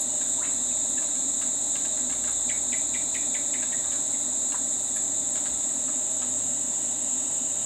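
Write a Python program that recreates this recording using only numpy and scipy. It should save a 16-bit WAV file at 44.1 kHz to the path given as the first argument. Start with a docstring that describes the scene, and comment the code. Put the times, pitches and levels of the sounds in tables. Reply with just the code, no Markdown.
"""Insects shrill all round a garden deck: a dense high chorus of wing strokes over a lower, pulsing buzz.
Close to the microphone a dog shuffles about and sits down: claws tap the boards, the collar clinks,
its weight booms in the deck. Farther off one bird cracks a rising whip note, one holds a thin whistle,
and another scolds from the bushes in falling chirps. Distant machinery hums under the open air."""
import sys
import numpy as np
from scipy import signal
from scipy.fft import rfft, irfft
from scipy.io import wavfile
from scipy.ndimage import uniform_filter1d

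SR = 44100
rng = np.random.default_rng(int(sys.argv[2]) if len(sys.argv) > 2 else 0)


def master_out(mix):
    """Clip the mix to full scale and print it as 16-bit PCM to the path in sys.argv[1]."""
    frames = np.transpose(np.atleast_2d(mix))
    ceiling = np.clip(frames, -1, 1)
    pcm = np.round(ceiling * 32767).astype(np.int16)
    wavfile.write(sys.argv[1], SR, pcm)


N = 337655
TIME = np.arange(N) / SR


def high_chorus(start_db=-27, ease_db_per_s=0.1523, flutter_db=0.07):
    """Countless wing strokes fuse into one shrill band; a few singers nearer the microphone stand out."""
    # the massed insects' spectrum: (frequency [Hz], density [dB])
    shrill = [(5200, -38.5), (6000, -26.5), (6400, -15.5), (6700, -6), (7050, -2), (7550, 0), (7950, -4),
              (8350, -9.5), (8700, -19.5), (9200, -34.5), (10300, -34.5), (11600, -33), (12300, -44.5),
              (13000, -49.5)]
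    # the nearer insects: (pitch [Hz], width [Hz], level [dB])
    soloists = [(7840, 6.7, -42.5), (7760, 25, -61), (7720, 29, -43), (7460, 5.3, -53), (7040, 13, -45),
                (6930, 20, -61), (6720, 11.3, -53.5), (8670, 7, -55.5), (3692, 8.8, -59),
                (3527, 5.7, -60.5)]
    mass = coloured(rng.standard_normal(N), shrill)
    level_db = start_db - ease_db_per_s * TIME - flutter_db * drift(22)
    return mass * gain_of(level_db) + fuzzy_tones(soloists)


def low_chorus(pulse_hz=105, pulse_depth=0.26, body_hz=3786, start_db=-46.5, drop_db=5.5):
    """One insect's rapid pulses ring its body, over the blur of its neighbours."""
    # the band the buzz fills: (frequency [Hz], gain [dB])
    band = [(2900, -41), (3300, -12), (3550, -3.5), (4000, -2), (4250, -3), (4600, -8), (5400, -27)]
    cycle = angle(pulse_hz * (1 + 0.0066 * drift(6))) / (2 * np.pi) % 1
    pulses = evened(np.exp(-cycle / 0.39))
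    drive = rng.standard_normal(N) * (1 + pulse_depth * pulses)
    buzz = coloured(resonate(drive, body_hz, width=750), band)
    level_db = start_db - drop_db * ramp(TIME, 3.25, 6.8)  # drops back in one slow step
    return buzz * gain_of(level_db)


def sizzle(start_s=4.6, after_one_second_db=-64.5):
    """A faint sizzle sets in late under the insects and grows steadily."""
    growth = np.maximum(TIME - start_s, 0)
    return noise_band(N, hz=2910, width=650) * gain_of(after_one_second_db) * growth


def paws(breadth=1.42, rise_s=0.00075, claw_db=1.5, click_t60=0.011):
    """Each claw clicks down, then scrapes briefly on a damped board."""
    # firm taps: (time [s], relative level [dB], resonance [Hz], t60 [s])
    firm_taps = [(0.213, -41, 1900, 0.035), (1.021, -41.5, 1900, 0.073), (1.414, -42, 2000, .09),
                 (1.754, -40, 2280, .085), (1.849, -41.5, 2400, .06), (1.972, -45, 1500, .12),
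                 (2.098, -42.5, 1900, .05), (2.123, -41.5, 2000, .05), (2.239, -46, 2110, .16),
                 (2.274, -41.5, 1720, 0.1), (3.625, -39.5, 1910, 0.062), (3.843, -48, 1120, .18),
                 (3.918, -46, 2400, 0.17), (4.521, -41, 1900, .05), (4.966, -45, 2300, 0.041),
                 (5.353, -44, 2170, .17), (5.456, -40.5, 2370, .078), (6.219, -41, 1900, .065)]
    # what a struck board gives out: (frequency [Hz], gain [dB])
    board = [(250, -16), (600, 0), (1100, 4), (2500, -3.5), (5000, 1.5), (8000, 0), (15000, -16)]
    out, t = np.zeros(N), np.arange(SR // 4) / SR
    for s, db, hz, t60 in firm_taps + light_taps():
        scrape = coloured(noise_band(len(t), hz, breadth * hz), board)
        fade = decay(t, t60) + decay(t, click_t60)
        add(out, s, gain_of(db + claw_db) * attack(t, rise_s) * fade * scrape)
    return out


def light_taps(per_s=11, relative_db=-50, spread_db=5.0, hz=1550, t60=0.087):
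    """Loosely spaced taps as the dog shifts its feet, in rows like the firm taps."""
    # spells of shuffling: (start [s], end [s])
    shuffles = [(1.04, 1.22), (1.77, 1.85), (3.93, 4.01), (5.76, 6.02)]
    rows = []
    for start, end in shuffles:
        for slot in np.arange(start, end, 1 / per_s):
            late, force = rng.random(2)
            rows.append((slot + .5 * late / per_s, relative_db + spread_db * (2 * force - 1), hz, t60))
    return rows


def knock(at_s=4.542, db=-26.5, hz=986, rattle_db=-10.5):
    """One damped, hollow knock with a short, dull rattle as the dog turns round."""
    out, t = np.zeros(N), np.arange(SR // 4) / SR
    ring = decay(t, t60=.04) * np.sin(2 * np.pi * hz * t)
    rattle = gain_of(rattle_db) * decay(t, t60=.16) * noise_band(len(t), hz=1100, width=1100)
    add(out, at_s, gain_of(db) * attack(t, rise_s=.002) * (ring + rattle))
    return out


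def thuds(weight_db=9):
    """The dog's weight booms in the deck."""
    # booms of the boards: (time [s], relative level [dB], pitch [Hz], t60 [s])
    booms = [(3.86, -55, 52, 0.35), (5.50, -48, 64, 0.32)]
    out, t = np.zeros(N), np.arange(SR // 2) / SR
    for s, db, hz, t60 in booms:
        envelope = attack(t, rise_s=.02) * decay(t, t60)
        add(out, s, gain_of(db + weight_db) * envelope * np.sin(2 * np.pi * hz * t))
    return out


def collar(scrape_db=-8.5):
    """Close by, the collar's metal ring scrapes and chimes and its buckle ticks."""
    # clinks of the ring: (time [s], level [dB])
    clinks = [(.008, -34), (.295, -55), (.896, -45), (1.146, -52), (1.412, -48.5), (3.157, -45.5),
              (4.959, -38)]
    # the ring's modes: (frequency [Hz], relative level [dB], t60 [s])
    modes = [(9600, -9, .08), (10075, 3.5, 0.091), (11300, -13, .06), (13630, -13, .11)]
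    # dry ticks of the buckle: (time [s], level [dB])
    ticks = [(.292, -50), (.902, -53), (1.414, -53), (1.764, -52), (1.854, -47), (2.279, -47), (3.143, -53),
             (6.682, -52)]
    out, t = np.zeros(N), np.arange(SR // 4) / SR
    chime = sum(gain_of(db) * decay(t, t60) * np.sin(2 * np.pi * hz * t) for hz, db, t60 in modes)
    for s, db in clinks:
        scrape = gain_of(scrape_db) * decay(t, t60=.08) * noise_band(len(t), hz=10560, width=3000)
        add(out, s, gain_of(db) * attack(t, rise_s=.0005) * (chime + scrape))
    for s, db in ticks:
        add(out, s, gain_of(db) * decay(t, t60=.042) * noise_band(len(t), hz=11500, width=11000))
    return out


def pips(sag=0.073):
    """Brief, rough squeaks near the deck, each falling slightly."""
    # squeaks: (time [s], length [s], pitch [Hz], level [dB])
    squeaks = [(.706, 0.019, 2610, -47.5), (.972, .018, 2630, -44), (.972, .018, 1680, -41.5),
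               (3.721, .025, 1835, -38.5), (4.122, 0.037, 2120, -48.5), (4.958, 0.015, 1710, -43.5)]
    out = np.zeros(N)
    for s, length, hz, db in squeaks:
        progress = np.linspace(0, 1, int(length * SR))
        pitch = hz * (1 + sag * (.5 - progress)) * rasp(len(progress), depth=0.08)
        add(out, s, gain_of(db) * np.sin(np.pi * progress) * np.sin(angle(pitch)))
    return out


def scolding(overtone_db=-14, upper_ratio=1.42, upper_db=-4, hold_db=-10.5):
    """A bird's rough two-voiced chirps: each dives, hooks back up and dies away on that pitch."""
    # chirps from the bushes: (time [s], level [dB], lowest pitch [Hz])
    chirps = [(2.485, -39, 1710), (2.716, -38.5, 1758), (2.933, -39.5, 1757), (3.138, -39, 1770),
              (3.336, -40, 1720), (3.527, -40.5, 1710), (3.714, -47.5, 1520)]
    dive_s, hook_s, hold_s, rise_s, release_s = .02, .0153, .055, .00934, .0034
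    dive, hook = .5, .33  # heights as shares of the lowest pitch
    hook_end = dive_s + hook_s
    out, t = np.zeros(N), np.arange(int((hook_end + hold_s) * SR)) / SR
    contour = 1 + dive * (1 - ramp(t, 0, dive_s) ** 2) + hook * ramp(t, dive_s, hook_end)
    body = 1 - ramp(t, hook_end - release_s, hook_end)
    lower_voice = ramp(t, 0, rise_s) ** 2 * (body + (1 - body) * gain_of(hold_db))
    # the second side of the syrinx sounds only in the dive
    upper_voice = gain_of(upper_db) * (1 - ramp(t, dive_s - release_s, dive_s + release_s))
    envelope = signal.windows.tukey(len(t), .1) * decay(t, t60=1.0)
    for s, db, hz in chirps:
        phase = angle(hz * contour * rasp(len(t), depth=.065))
        note = lower_voice * np.sin(phase) + gain_of(overtone_db) * body * np.sin(2 * phase)
        note += upper_voice * np.sin(upper_ratio * phase)
        add(out, s, gain_of(db) * envelope * note)
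    return out


def whip(start_s=.335, length_s=.116, low_hz=750, top_hz=3780, runaway_s=.0235):
    """A bird's low whistle swells as its pitch runs away upward, then cracks off."""
    crack_db, swell_db_per_s, release_s = -38, 160, .018
    out, left_s = np.zeros(N), np.arange(length_s, 0, -1 / SR)
    hz = low_hz + (top_hz - low_hz) * np.exp(-left_s / runaway_s)
    phase = angle(hz * rasp(len(left_s), depth=.04))
    level = gain_of(crack_db - swell_db_per_s * left_s) * ramp(left_s, 0, release_s)
    add(out, start_s, level * np.sin(phase))
    return out


def whistle(start_s=0.067, length_s=.15, hz=2940, db=-56):
    """A far bird holds one thin, level note."""
    out, t = np.zeros(N), np.arange(0, length_s, 1 / SR)
    add(out, start_s, gain_of(db) * signal.windows.tukey(len(t)) * np.sin(2 * np.pi * hz * t))
    return out


def machinery(waver_db=1.3, deep_hz=60.5, rest_db=-70):
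    """Far machinery drones and hums, and a deep tone swells beneath it."""
    # droning bands: (centre [Hz], width [Hz], level [dB])
    drone = [(250.8, 13.2, -50), (285.5, 22, -51), (238, 44, -58), (611.3, 50, -50), (800, 90, -54),
             (934, 57, -59.5), (1900, 82, -63)]
    # steady tones: (pitch [Hz], level [dB])
    tones = [(100.4, -58), (359.7, -61), (698, -72), (198.8, -67.5)]
    # swells of the deep tone above its resting level: (crest [s], half width [s], level [dB])
    throbs = [(.7, .38, -61.5), (2.25, 0.38, -57.5), (2.95, 0.63, -62)]
    hum = np.zeros(N)
    for hz, db in tones:
        hum += gain_of(db + waver_db * drift(3.29)) * np.sin(angle(hz + .5 * drift(4)))
    swell = sum(gain_of(db) * np.exp(-((TIME - s) / width) ** 2) for s, width, db in throbs)
    deep = (gain_of(rest_db) + swell) * np.sin(angle(deep_hz + 0.17 * drift(1.75)))
    return fuzzy_tones(drone) + np.sqrt(2) * (hum + deep)


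def open_air(db=-46.5, waver_db=0.22):
    """The soft, broad rush of the outdoors."""
    # the air's spectrum: (frequency [Hz], density [dB])
    spectrum = [(20, -17), (45, -11), (80, -8.5), (150, -0.5), (350, 0), (480, -2.5), (900, -6.5),
                (1300, -7.5), (2300, -14.5), (3100, -15), (4800, -14), (9000, -7), (13000, -27.5),
                (16000, -29.5)]
    return gain_of(db + waver_db * drift(8.7)) * coloured(rng.standard_normal(N), spectrum)


def garden(x, direct_db, early_db, tail_db, early_s, reflections=20):
    """The straight path to the microphone, near reflections, then a tail scattered by the foliage."""
    # how long the garden rings: (frequency [Hz], t60 [s])
    ring_times = [(300, .3), (1200, 0.55), (2300, 0.408), (4000, 0.44), (12000, 0.066)]
    hz, t, bands = signal.stft(rng.standard_normal(SR // 2), SR, nperseg=256)
    tail = signal.istft(bands * decay(t, read(ring_times, hz)[:, None]), SR, nperseg=256)[1]
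    echo = gain_of(tail_db) * tail / np.linalg.norm(tail)
    for delay, sign in rng.random(size=(reflections, 2)):
        echo[round(early_s * delay * SR)] += np.sign(sign - .5) * gain_of(early_db) / np.sqrt(reflections)
    echo[0] += gain_of(direct_db)
    return signal.fftconvolve(x, echo)[:N]


def fuzzy_tones(rows):
    """Narrow resonances, each kept ringing by random pushes."""
    f = np.fft.rfftfreq(N, 1 / SR)
    power = 0
    for hz, width, db in rows:
        shape = 1 / (1 + ((f - hz) / (0.77 * width)) ** 2) ** 2
        power = power + gain_of(db) ** 2 * shape / shape.mean()
    return irfft(rfft(rng.standard_normal(N)) * np.sqrt(power), N)


def resonate(x, hz, width):
    """A steep resonance; centre and width in Hz."""
    turn = np.exp(1j * angle(np.full(len(x), hz)))
    pole = np.exp(-np.pi * width / SR)
    envelope = signal.lfilter([(1 - pole) ** 2], [1, -2 * pole, pole * pole], x / turn + 1e-18)
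    return 2 * (turn * envelope).real


def noise_band(count, hz, width):
    """Noise through one resonance, at rms 1."""
    return evened(resonate(rng.standard_normal(count), hz, width))


def coloured(x, points):
    """Shapes the spectrum of x, at rms 1."""
    gains = gain_of(read(points, np.fft.rfftfreq(len(x), 1 / SR)))
    return evened(irfft(rfft(x) * gains, len(x)))


def read(points, hz):
    """Looks up a table on a log-frequency axis."""
    f, value = np.transpose(points)
    return np.interp(np.log(hz + 1), np.log(f + 1), value)


def rasp(count, depth):
    """A fast random quaver of pitch, as of a bird's membranes."""
    return 1 + depth * evened(uniform_filter1d(rng.standard_normal(count), size=24))


def drift(per_s):
    """A slow random wander of rms 1."""
    return evened(np.interp(TIME * per_s, np.arange(2000), rng.standard_normal(2000)))


def angle(hz):
    """Running phase of a pitch curve."""
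    return 2 * np.pi * np.cumsum(hz) / SR


def attack(t, rise_s):
    """Rises from 0 and settles at 1."""
    return 1 - np.exp(-t / rise_s)


def decay(t, t60):
    """Falls 60 dB every t60 seconds."""
    return gain_of(-60 * t / t60)


def ramp(t, start, end):
    """Rises evenly from 0 to 1 between two times."""
    return np.clip((t - start) / (end - start), 0, 1)


def gain_of(db):
    """Decibels to amplitude."""
    return 10 ** (np.asarray(db) / 20)


def evened(x):
    """Scales to rms 1."""
    return x / np.sqrt(np.mean(x ** 2) + 1e-20)


def add(mix, s, sound):
    """Mixes a sound in at time s."""
    part = mix[max(round(s * SR), 0):][:len(sound)]
    part += sound[:len(part)]


def scene():
    """One microphone at the deck: insects all round, the dog close by, birds hidden in the bushes."""
    bushes = garden(scolding(), direct_db=-0.86, early_db=-0.5, tail_db=-4.0, early_s=0.014)
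    far_bird = garden(whip(), direct_db=-4, early_db=-11, tail_db=1.5, early_s=0.018)
    deck = garden(paws() + pips(), direct_db=0, early_db=-3.5, tail_db=-5.0, early_s=0.014)
    dog = deck + knock() + thuds() + collar()
    insects = high_chorus() + low_chorus() + sizzle()
    return (insects + dog + bushes + far_bird + whistle() + open_air() + machinery())[None]


def record(dry, edge_hz=15900):
    """The recorder's band limit."""
    lowpass = signal.firwin(511, edge_hz, window=("kaiser", 9), fs=SR)
    return signal.oaconvolve(dry, lowpass[None], "same")


dry = scene()
out = record(dry)
master_out(out)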